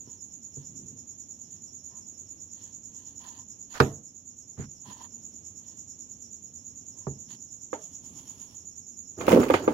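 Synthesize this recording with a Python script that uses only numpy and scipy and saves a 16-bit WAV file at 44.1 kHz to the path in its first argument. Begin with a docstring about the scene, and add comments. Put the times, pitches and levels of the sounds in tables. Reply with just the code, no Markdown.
"""On a half-open porch, over a low night-time murmur, two crickets chirp throughout by stridulation.
From the first moment a man's fingers rub a fishing reel, exciting its hollow housing; it bumps the
wooden table, and his forearm brushes the edge. Near 3.8 s the reel skids and lands hard, and the table
rings in its normal modes. From 7.7 s he gropes in a box of tools, which knock and, after 9 s, drag
and scrape. A phone on the table hears it all and lowers its gain after loud peaks."""
import sys
import numpy as np
from scipy import signal
from scipy.fft import rfft, irfft, next_fast_len
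from scipy.io import wavfile
from scipy.ndimage import uniform_filter1d, minimum_filter1d, map_coordinates

SR = 44100
rng = np.random.default_rng(int(sys.argv[2]) if len(sys.argv) > 2 else 0)


def unload_audio(sound):
    """Save the sound as a 16-bit wav file, at the path given as the first command line argument."""
    columns = np.transpose(np.atleast_2d(sound))
    # keep every value between -1 and 1, then stretch to whole-number steps
    steps = np.round(np.clip(columns, -1, 1) * 32767)
    wavfile.write(sys.argv[1], SR, steps.astype(np.int16))


N = 429093
T = np.arange(N) / SR

# Levels are relative; a spectrum gives only the shape of a noise.
# spectrum of the distant murmur: frequency_hz, density_db
NIGHT_SPECTRUM = [(25, -15), (50, -9), (90, 5.5), (140, -2), (240, 2.5), (400, -10), (700, -20),
                  (1100, -26.5), (1600, -34.5), (3000, -29.5), (4600, -36.5), (8500, -46.5), (15000, -43.5)]
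# each cricket's pace, about nine chirps a second with slight hesitations: time_s, chirp_count
NEAR_PACE = [(.008, 0), (.672, 6), (1.416, 13), (2.534, 23), (3.504, 32), (4.499, 41), (6.332, 58),
             (6.56, 60), (7.425, 68), (7.843, 72), (8.176, 75), (8.417, 77), (8.57, 78), (9.308, 85),
             (9.54, 87), (9.75, 89)]
FAR_PACE = [(.08, 0), (1.91, 16), (2.39, 20), (3.29, 28), (4.31, 37), (5.68, 49), (7.04, 61), (8.83, 77),
            (9.73, 85)]
# wing strokes of one chirp, timed from its middle: offset_s, length_s, start_hz, end_hz, level_db
NEAR_STROKES = [(-.045, .019, 6800, 6450, -15), (-.030, .025, 7100, 6500, -5.5),
                (-.011, .020, 7250, 6400, 0), (.003, .025, 7050, 6500, -9)]
FAR_STROKES = [(-.040, .016, 5900, 5500, -12), (-.025, .016, 5900, 5450, -5), (-.009, .016, 5950, 5400, 0),
               (.006, .016, 5850, 5400, -3)]
# radiation from the wings, favouring the tone and its octave: frequency_hz, gain_db
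WING_RESPONSE = [(4600, -2.5), (5400, -2), (7500, -1.5), (8400, -10), (9700, -11.5), (11000, 8.5),
                 (12700, 1), (14100, -6.5), (15000, -21.5)]
# fingers sliding on the reel: start_s, length_s, hiss_db, ring_db
FINGER_RUBS = [(.043, .15, -72, -71), (0.544, 0.16, -71.5, -76), (1.44, .19, -72.5, -97),
               (1.877, 0.16, -99, -64.5), (2.526, 0.24, -65.5, -72.5), (2.873, 0.33, -69, -72.5),
               (3.191, 0.12, -57, -56.5), (3.266, 0.176, -62.5, -58), (3.687, 0.18, -52.5, -55.5),
               (4.839, .13, -55, -49.5), (4.954, 0.13, -59, -51), (5.579, 0.23, -70, -77),
               (6.93, 0.15, -89, -69.5), (7.278, 0.093, -57, -66)]
# spectra of the fingers' hiss and the reel's hollow housing: frequency_hz, density_db
HISS_SPECTRUM = [(500, -9), (1000, -4.5), (1400, -15.5), (1850, -2.5), (2250, -13), (3150, 1), (3700, -5.5),
                 (4400, -3.5), (5000, -9.5), (8500, -15.5), (11500, -12), (15500, -20.5)]
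HOUSING_SPECTRUM = [(500, -19), (800, -5), (1000, 5.5), (1180, -12.5), (1500, -19.5), (1830, -11.5),
                    (2150, -29.5), (3100, -17.5), (5200, -35)]
# reel and hands striking the table: start_s, level_db, highpass_hz, lowpass_hz
TABLE_BUMPS = [(.074, -41.5, 69, 288), (.569, -34, 59, 169), (3.8015, -4.5, 79.8, 1998),
               (4.578, -30, 71, 131), (4.592, -24, 96.5, 160), (7.069, -27, 474, 474),
               (7.070, -23.5, 85, 138)]
# modes of the table top, with the reel's thin metal ping above: pitch_hz, level_db, t60_s
TABLE_MODES = [(84.2, -6.5, 0.19), (137, 0.5, 0.21), (219.6, -8, 0.29), (247.5, -9, 0.28), (287, -7, 0.22),
               (372, -3, 0.16), (407, 0, 0.12), (467, 3, 0.11), (624, -6, 0.092), (770, -11, 0.15),
               (940, -7.5, 0.069), (1247.6, -4.5, 0.061), (1430, 0.5, 0.048), (1860, -9.5, 0.052),
               (5510, -11, .05), (11470, -4.5, 0.33)]
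# the table's dense modes and the porch around it: frequency_hz, density_db, t60_s
TABLE_TAIL = [(49.73, -5.5, .35), (120, 1, 0.52), (340, -4.5, 0.37), (690, -4.5, 0.17), (1280, -1, 0.098),
              (2200, -12, 0.17), (3100, -16, 0.22), (5000, -9, .11), (7600, -15.5, .16), (15130, -3.5, 0.4)]
# a forearm brushing the table's edge: start_s, length_s, level_db
ARM_BRUSHES = [(.6, 0.51, -51.5), (1.3, 0.45, -60.5), (4.86, 0.076, -45), (7.26, 0.13, -53),
               (7.95, 0.38, -54.5)]
# the reel skidding as it is set down: start_s, length_s, level_db
REEL_SKIDS = [(3.738, .055, -40.5), (4.565, 0.1, -49.5)]
# spectra of the brushing and the skidding: frequency_hz, density_db
BRUSH_SPECTRUM = [(50, -10), (110, 8.5), (240, 9.5), (450, -8.5), (900, -53)]
SKID_SPECTRUM = [(400, -5), (900, -1), (1500, 0), (2200, -7), (3200, -16), (5000, -18), (9000, -30)]
# the hand feeling about in the box: start_s, length_s, level_db
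GROPES = [(7.7, 0.3, -65.5), (7.93, 0.75, -60)]
# spectrum of its friction: frequency_hz, density_db
GROPE_SPECTRUM = [(500, -4.5), (950, 7), (1500, -8.5), (2400, -6), (3200, 2.5), (4000, -6.5), (5600, -2.5),
                  (8500, -7), (11400, -2), (12500, -7), (15500, -14)]
# tools striking the box: start_s, level_db, lowpass_hz
TOOL_KNOCKS = [(7.7301, -20.5, 930), (9.209, -28.5, 2530), (9.280, -6.5, 1142), (9.319, -14.5, 1990),
               (9.329, -5, 304), (9.361, -6, 378), (9.373, -3, 345), (9.431, -17, 1400), (9.5007, -5, 1110),
               (9.540, -6, 1940), (9.678, -3.5, 790)]
# modes of the box: pitch_hz, level_db, t60_s
BOX_MODES = [(240, -10, 0.18), (306.4, -5, 0.075), (354, -38, 0.058), (522, 0, 0.043), (510.6, 6, 0.041),
             (853, -12.5, 0.014), (1204, -1, 0.024), (2100, -10.5, 0.083), (2432, -11.5, 0.05),
             (3054, -15.5, 0.053)]
# the box's dense modes and the porch around it: frequency_hz, density_db, t60_s
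BOX_TAIL = [(59.7, -34, .2), (161, 11, 0.069), (317, 13.5, 0.24), (555, 4.5, 0.28), (830, 5.5, 0.17),
            (1170, -3, 0.25), (2310, 1.5, 0.17), (5300, -4.5, 0.29), (9000, -1, 0.18),
            (14800, -12.5, 0.069)]
# envelopes of tools dragged in the box: time_s, rumble_db, scrape_db
DRAG_LEVELS = [(9.169, -59, -76), (9.191, -36, -59), (9.269, -32, -47), (9.285, -22, -30.5),
               (9.335, -18.5, -34.5), (9.40, -24.5, -42), (9.46, -30, -42.5), (9.57, -28, -45),
               (9.62, -32.5, -51.5), (9.73, -34, -54)]
# spectra of the shaken box and the scraping tools: frequency_hz, density_db
RUMBLE_SPECTRUM = [(30, -27), (90, -2), (170, -9.5), (280, 3), (520, -4), (750, -13.5), (1300, -16.5),
                   (2500, -42.5)]
SCRAPE_SPECTRUM = [(500, -5), (1200, -3.5), (2500, 3), (4000, -11), (8500, -14), (12000, -13.5),
                   (15500, -11.5)]
# share of the sound that differs between the two microphones: frequency_hz, side_minus_mid_db
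STEREO_WIDTH = [(100, -11.5), (280, -18.5), (600, -6), (1300, 0.5), (4000, -0.5), (15000, 1.5)]
# the left microphone, shaded in the middle range, favoured at the top: frequency_hz, left_minus_right_db
MIC_SHADING = [(60, -1), (250, -4), (550, -5.5), (1100, -8), (2000, -5), (3500, -9.5), (5600, -14),
               (6800, -9), (8000, -1.5), (9500, 4), (14000, 3)]


def undb(db):
    """Amplitude ratio for a level in decibels."""
    return 10 ** (np.asarray(db) / 20)


def unit(x):
    """Normalisation to an RMS of one."""
    return x / np.sqrt(np.mean(x ** 2))


def pan(db):
    """Left and right gains for a level difference."""
    return undb(np.array([[db], [-db]]) / 2)


def on_log(hz, points, column=1):
    """Interpolation of a table column along a log-frequency axis."""
    points = np.array(points, float)
    return np.interp(np.log(np.maximum(hz, 1)), np.log(points[:, 0]), points[:, column])


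def colour(x, spectrum):
    """Filtering by multiplication in the frequency domain."""
    n = x.shape[-1]
    size = next_fast_len(n)
    gain = undb(on_log(np.fft.rfftfreq(size, 1 / SR), spectrum))
    return irfft(rfft(x, size) * gain, size)[..., :n]


def butterworth(x, hz, kind):
    """A filter with a maximally flat passband."""
    return signal.sosfilt(signal.butter(2, hz, kind, fs=SR, output="sos"), x)


def stereo_noise(n):
    """Spatial coherence: noise is alike on both sides in the bass and unrelated in the treble."""
    mid, side = rng.standard_normal((2, n))
    side = colour(side, STEREO_WIDTH)
    return np.array([mid + side, mid - side])


def walk(rate_hz, n=N):
    """Smooth random fluctuation with a spread near one."""
    knots = rng.standard_normal(int(n / SR * rate_hz) + 2)
    return map_coordinates(knots, [np.arange(n) * rate_hz / SR], order=2, mode="nearest")


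def add(out, x, start_s):
    """Superposition of x on out from start_s on."""
    i = int(start_s * SR)
    a, b = max(i, 0), min(i + x.shape[-1], out.shape[-1])
    if b > a:
        out[..., a:b] += x[..., a - i:b - i]


def night_murmur():
    """Slow amplitude modulation makes a low, distant noise swell gently."""
    return undb(-58 + 1.1 * walk(2.7)) * unit(colour(stereo_noise(N), NIGHT_SPECTRUM)) * pan(-.8)


def stridulation(pace, strokes, scatter_db, teeth_rad, jitter_rad, octave_db):
    """Each wing stroke drags a scraper over a file: a falling tone, phase-modulated by uneven teeth."""
    time_s, count = np.transpose(pace)
    chirps_s = np.interp(np.arange(count[-1] + 1), count, time_s)
    chirps_db = scatter_db * rng.standard_normal(len(chirps_s))
    out = np.zeros(N)
    for offset_s, length_s, start_hz, end_hz, level_db in strokes:
        n = int(length_s * SR)
        glide = 2 * np.pi * np.cumsum(np.linspace(start_hz, end_hz, n)) / SR
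        glide += teeth_rad * walk(960, n)  # the same teeth in every chirp
        swell = np.sin(np.linspace(0, np.pi, n))
        for chirp_s, chirp_db in zip(chirps_s, chirps_db):
            # no two strokes catch the file at quite the same moment or speed
            phase = glide + .8 * rng.standard_normal() + jitter_rad * walk(1200, n)
            tone = np.sin(phase) + undb(octave_db) * np.sin(2 * phase + 1.7 * walk(860, n))
            start_s = (int(chirp_s * SR) + int(offset_s * SR) + .5) / SR
            add(out, undb(chirp_db + level_db) * swell * tone, start_s)
    return colour(out, WING_RESPONSE)


def porch(x, wet_db, t60_s, wall_db):
    """Reflection: a slap off the nearest wall, then different diffuse echoes at each microphone."""
    wall_lag = int(.01017 * SR)
    early = x + undb(wall_db) * np.pad(x, (wall_lag, 0))[:N]
    t = T[:SR // 2]
    echoes = rng.standard_normal((2, len(t))) * undb(-60 * t / t60_s)
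    wet = signal.fftconvolve(early[None], echoes, axes=1)[:, :N]
    return unit(unit(early) + undb(wet_db) * np.array([unit(side) for side in wet]))


def crickets():
    """Independent rhythms: a near, high cricket and a fainter, lower one drift in and out of step."""
    near = stridulation(NEAR_PACE, NEAR_STROKES,
                        scatter_db=.5, teeth_rad=.41, jitter_rad=.55, octave_db=-28.5)
    near = porch(near, wet_db=1, t60_s=.37, wall_db=-10.5)
    far = stridulation(FAR_PACE, FAR_STROKES,
                       scatter_db=2.1, teeth_rad=.25, jitter_rad=.35, octave_db=-28)
    far = porch(far, wet_db=0, t60_s=.25, wall_db=-14)
    return (undb(-47.5) * near + undb(-65) * far) * pan(.4)


def friction(spectrum, rate_hz, rough_db):
    """Stick-slip friction: surfaces catch and release, giving noise in uneven spurts."""
    return unit(colour(stereo_noise(N) * undb(rough_db * walk(rate_hz)), spectrum))


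def slides(events, spectrum, rough_db):
    """Friction noise swells and fades with the contact pressure of each short movement."""
    pressure = sum(undb(level_db) * np.sin(np.pi * np.clip((T - start_s) / length_s, 0, 1))
                   for start_s, length_s, level_db in events)
    return pressure * friction(spectrum, rate_hz=180, rough_db=rough_db)


def finger_rubs():
    """Resonance: fingertips hiss over the reel's metal and excite its hollow housing."""
    start_s, length_s, hiss_db, ring_db = np.transpose(FINGER_RUBS)
    hiss = slides(zip(start_s, length_s, hiss_db), HISS_SPECTRUM, rough_db=2.5)
    ring = slides(zip(start_s, length_s, ring_db), HOUSING_SPECTRUM, rough_db=3.5)
    return hiss + ring


def struck_body(modes, tail, tail_db, crack_db, crack_t60_s):
    """Impulse response: a short crack, damped modes and a tail with its own decay in each band."""
    t, ring = T[:SR // 3], 0
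    for hz, level_db, t60_s in modes:
        # treble modes reach the two microphones further out of phase than bass modes
        skew = np.arctan(undb(on_log(hz, STEREO_WIDTH))) * rng.choice([-1, 1]) * np.array([[1], [-1]])
        sign = rng.choice([-1, 1])  # set by the spot that is struck
        ring = ring + sign * undb(level_db - 60 * t / t60_s) * np.sin(2 * np.pi * hz * t + skew)
    noise, wash = stereo_noise(len(t)), 0
    for hz in 50 * 2 ** np.arange(0, 8.5, .5):  # half-octave bands
        band = butterworth(noise, [hz / 2 ** .25, hz * 2 ** .25], "band")
        wash = wash + band * undb(on_log(hz, tail) - 60 * t / on_log(hz, tail, column=2))
    crack = colour(stereo_noise(len(t)), tail) * undb(-60 * t / crack_t60_s)
    return unit(ring) + undb(tail_db) * unit(wash) + undb(crack_db) * unit(crack)


def impacts(events, modes, tail, tail_db, crack_db, crack_t60_s):
    """Impact excitation: a light object leaves the low modes quiet, a soft contact the high ones."""
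    out = np.zeros((2, N))
    crest_db = 6  # allowance for the peak above the loudest short-term RMS
    for start_s, level_db, highpass_hz, lowpass_hz in events:
        hit = struck_body(modes, tail, tail_db, crack_db, crack_t60_s)
        hit = butterworth(hit, lowpass_hz, "low")
        hit = butterworth(hit, highpass_hz, "high")
        loudest_rms = np.sqrt(uniform_filter1d(np.mean(hit ** 2, axis=0), size=512).max())
        add(out, hit / loudest_rms * undb(level_db - crest_db), start_s)
    return out


def table_bumps():
    """Free vibration: struck by reel or hand, the table top rings in its normal modes."""
    return impacts(TABLE_BUMPS, TABLE_MODES, TABLE_TAIL, tail_db=4, crack_db=6, crack_t60_s=.03)


def forearm_brushes():
    """Sliding friction of a forearm on the table's edge gives a dull, smooth noise."""
    return slides(ARM_BRUSHES, BRUSH_SPECTRUM, rough_db=1)


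def reel_skids():
    """Sliding friction of the reel on wood gives a brief mid-range scuff."""
    return slides(REEL_SKIDS, SKID_SPECTRUM, rough_db=2.5)


def groping():
    """Quick to-and-fro strokes of the hand in the box modulate the amplitude of its friction noise."""
    period_s, peak_s, swing_db = .118, 8.065, 3.5
    strokes = undb(swing_db * np.cos(2 * np.pi * (T - peak_s) / period_s))
    return strokes * slides(GROPES, GROPE_SPECTRUM, rough_db=2)


def tool_knocks():
    """Elastic collision: each tool strikes the box and rebounds once."""
    rebound_s, rebound_db, octaves_per_db = .0055, -8, .042
    contacts = []
    for start_s, level_db, lowpass_hz in TOOL_KNOCKS:
        # the lighter the tool, the quieter and brighter its knock and the weaker the low modes
        highpass_hz = 283 * (lowpass_hz / 1000) ** .33 * 2 ** (-level_db * octaves_per_db)
        contacts.append((start_s, level_db, highpass_hz, lowpass_hz))
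        contacts.append((start_s + rebound_s, level_db + rebound_db, highpass_hz, lowpass_hz))
    return impacts(contacts, BOX_MODES, BOX_TAIL, tail_db=-1, crack_db=-3.5, crack_t60_s=.031)


def tool_drag():
    """Forced vibration: dragged tools shake the box as they scrape over each other."""
    time_s, rumble_db, scrape_db = np.transpose(DRAG_LEVELS)
    rumble = friction(RUMBLE_SPECTRUM, rate_hz=90, rough_db=3.5)
    rumble *= undb(np.interp(T, time_s, rumble_db, left=-120))
    scrape = friction(SCRAPE_SPECTRUM, rate_hz=400, rough_db=6.5)
    scrape *= undb(np.interp(T, time_s, scrape_db, left=-120))
    return rumble + scrape


def scene():
    """Linear superposition: the pressures of all sources add, with the box slightly to the left."""
    table_and_crickets = table_bumps() + crickets()
    handling = finger_rubs() + reel_skids() + forearm_brushes()
    toolbox = (groping() + tool_drag() + tool_knocks()) * pan(.91)
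    return table_and_crickets + handling + toolbox + night_murmur()


def gain_control(x, threshold_db=-12.5, max_cut_db=2.5, hold_s=1.03, ramp_s=.33):
    """Compression: after a peak above the threshold the gain sinks, holds and recovers."""
    peak_db = 20 * np.log10(np.abs(x).max(axis=0) + 1e-9)
    cut_db = np.clip(peak_db - threshold_db, 0, max_cut_db)
    hold, ramp = int(hold_s * SR), int(ramp_s * SR)
    held_db = minimum_filter1d(-cut_db, hold, origin=(hold - 1) // 2, mode="constant")
    return x * undb(uniform_filter1d(held_db, ramp, origin=(ramp - 1) // 2, mode="constant"))


def record(dry):
    """Transduction: the phone colours each microphone differently, compresses, clips and cuts the top."""
    shaded = np.array([colour(channel, [(hz, side * db / 2) for hz, db in MIC_SHADING])
                       for channel, side in zip(dry, (1, -1))])
    clipped = np.clip(gain_control(shaded), -1, 1)
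    cutoff_hz = 15800
    return signal.sosfilt(signal.ellip(8, .2, 80, cutoff_hz, fs=SR, output="sos"), clipped)


dry = scene()
out = record(dry)
unload_audio(out)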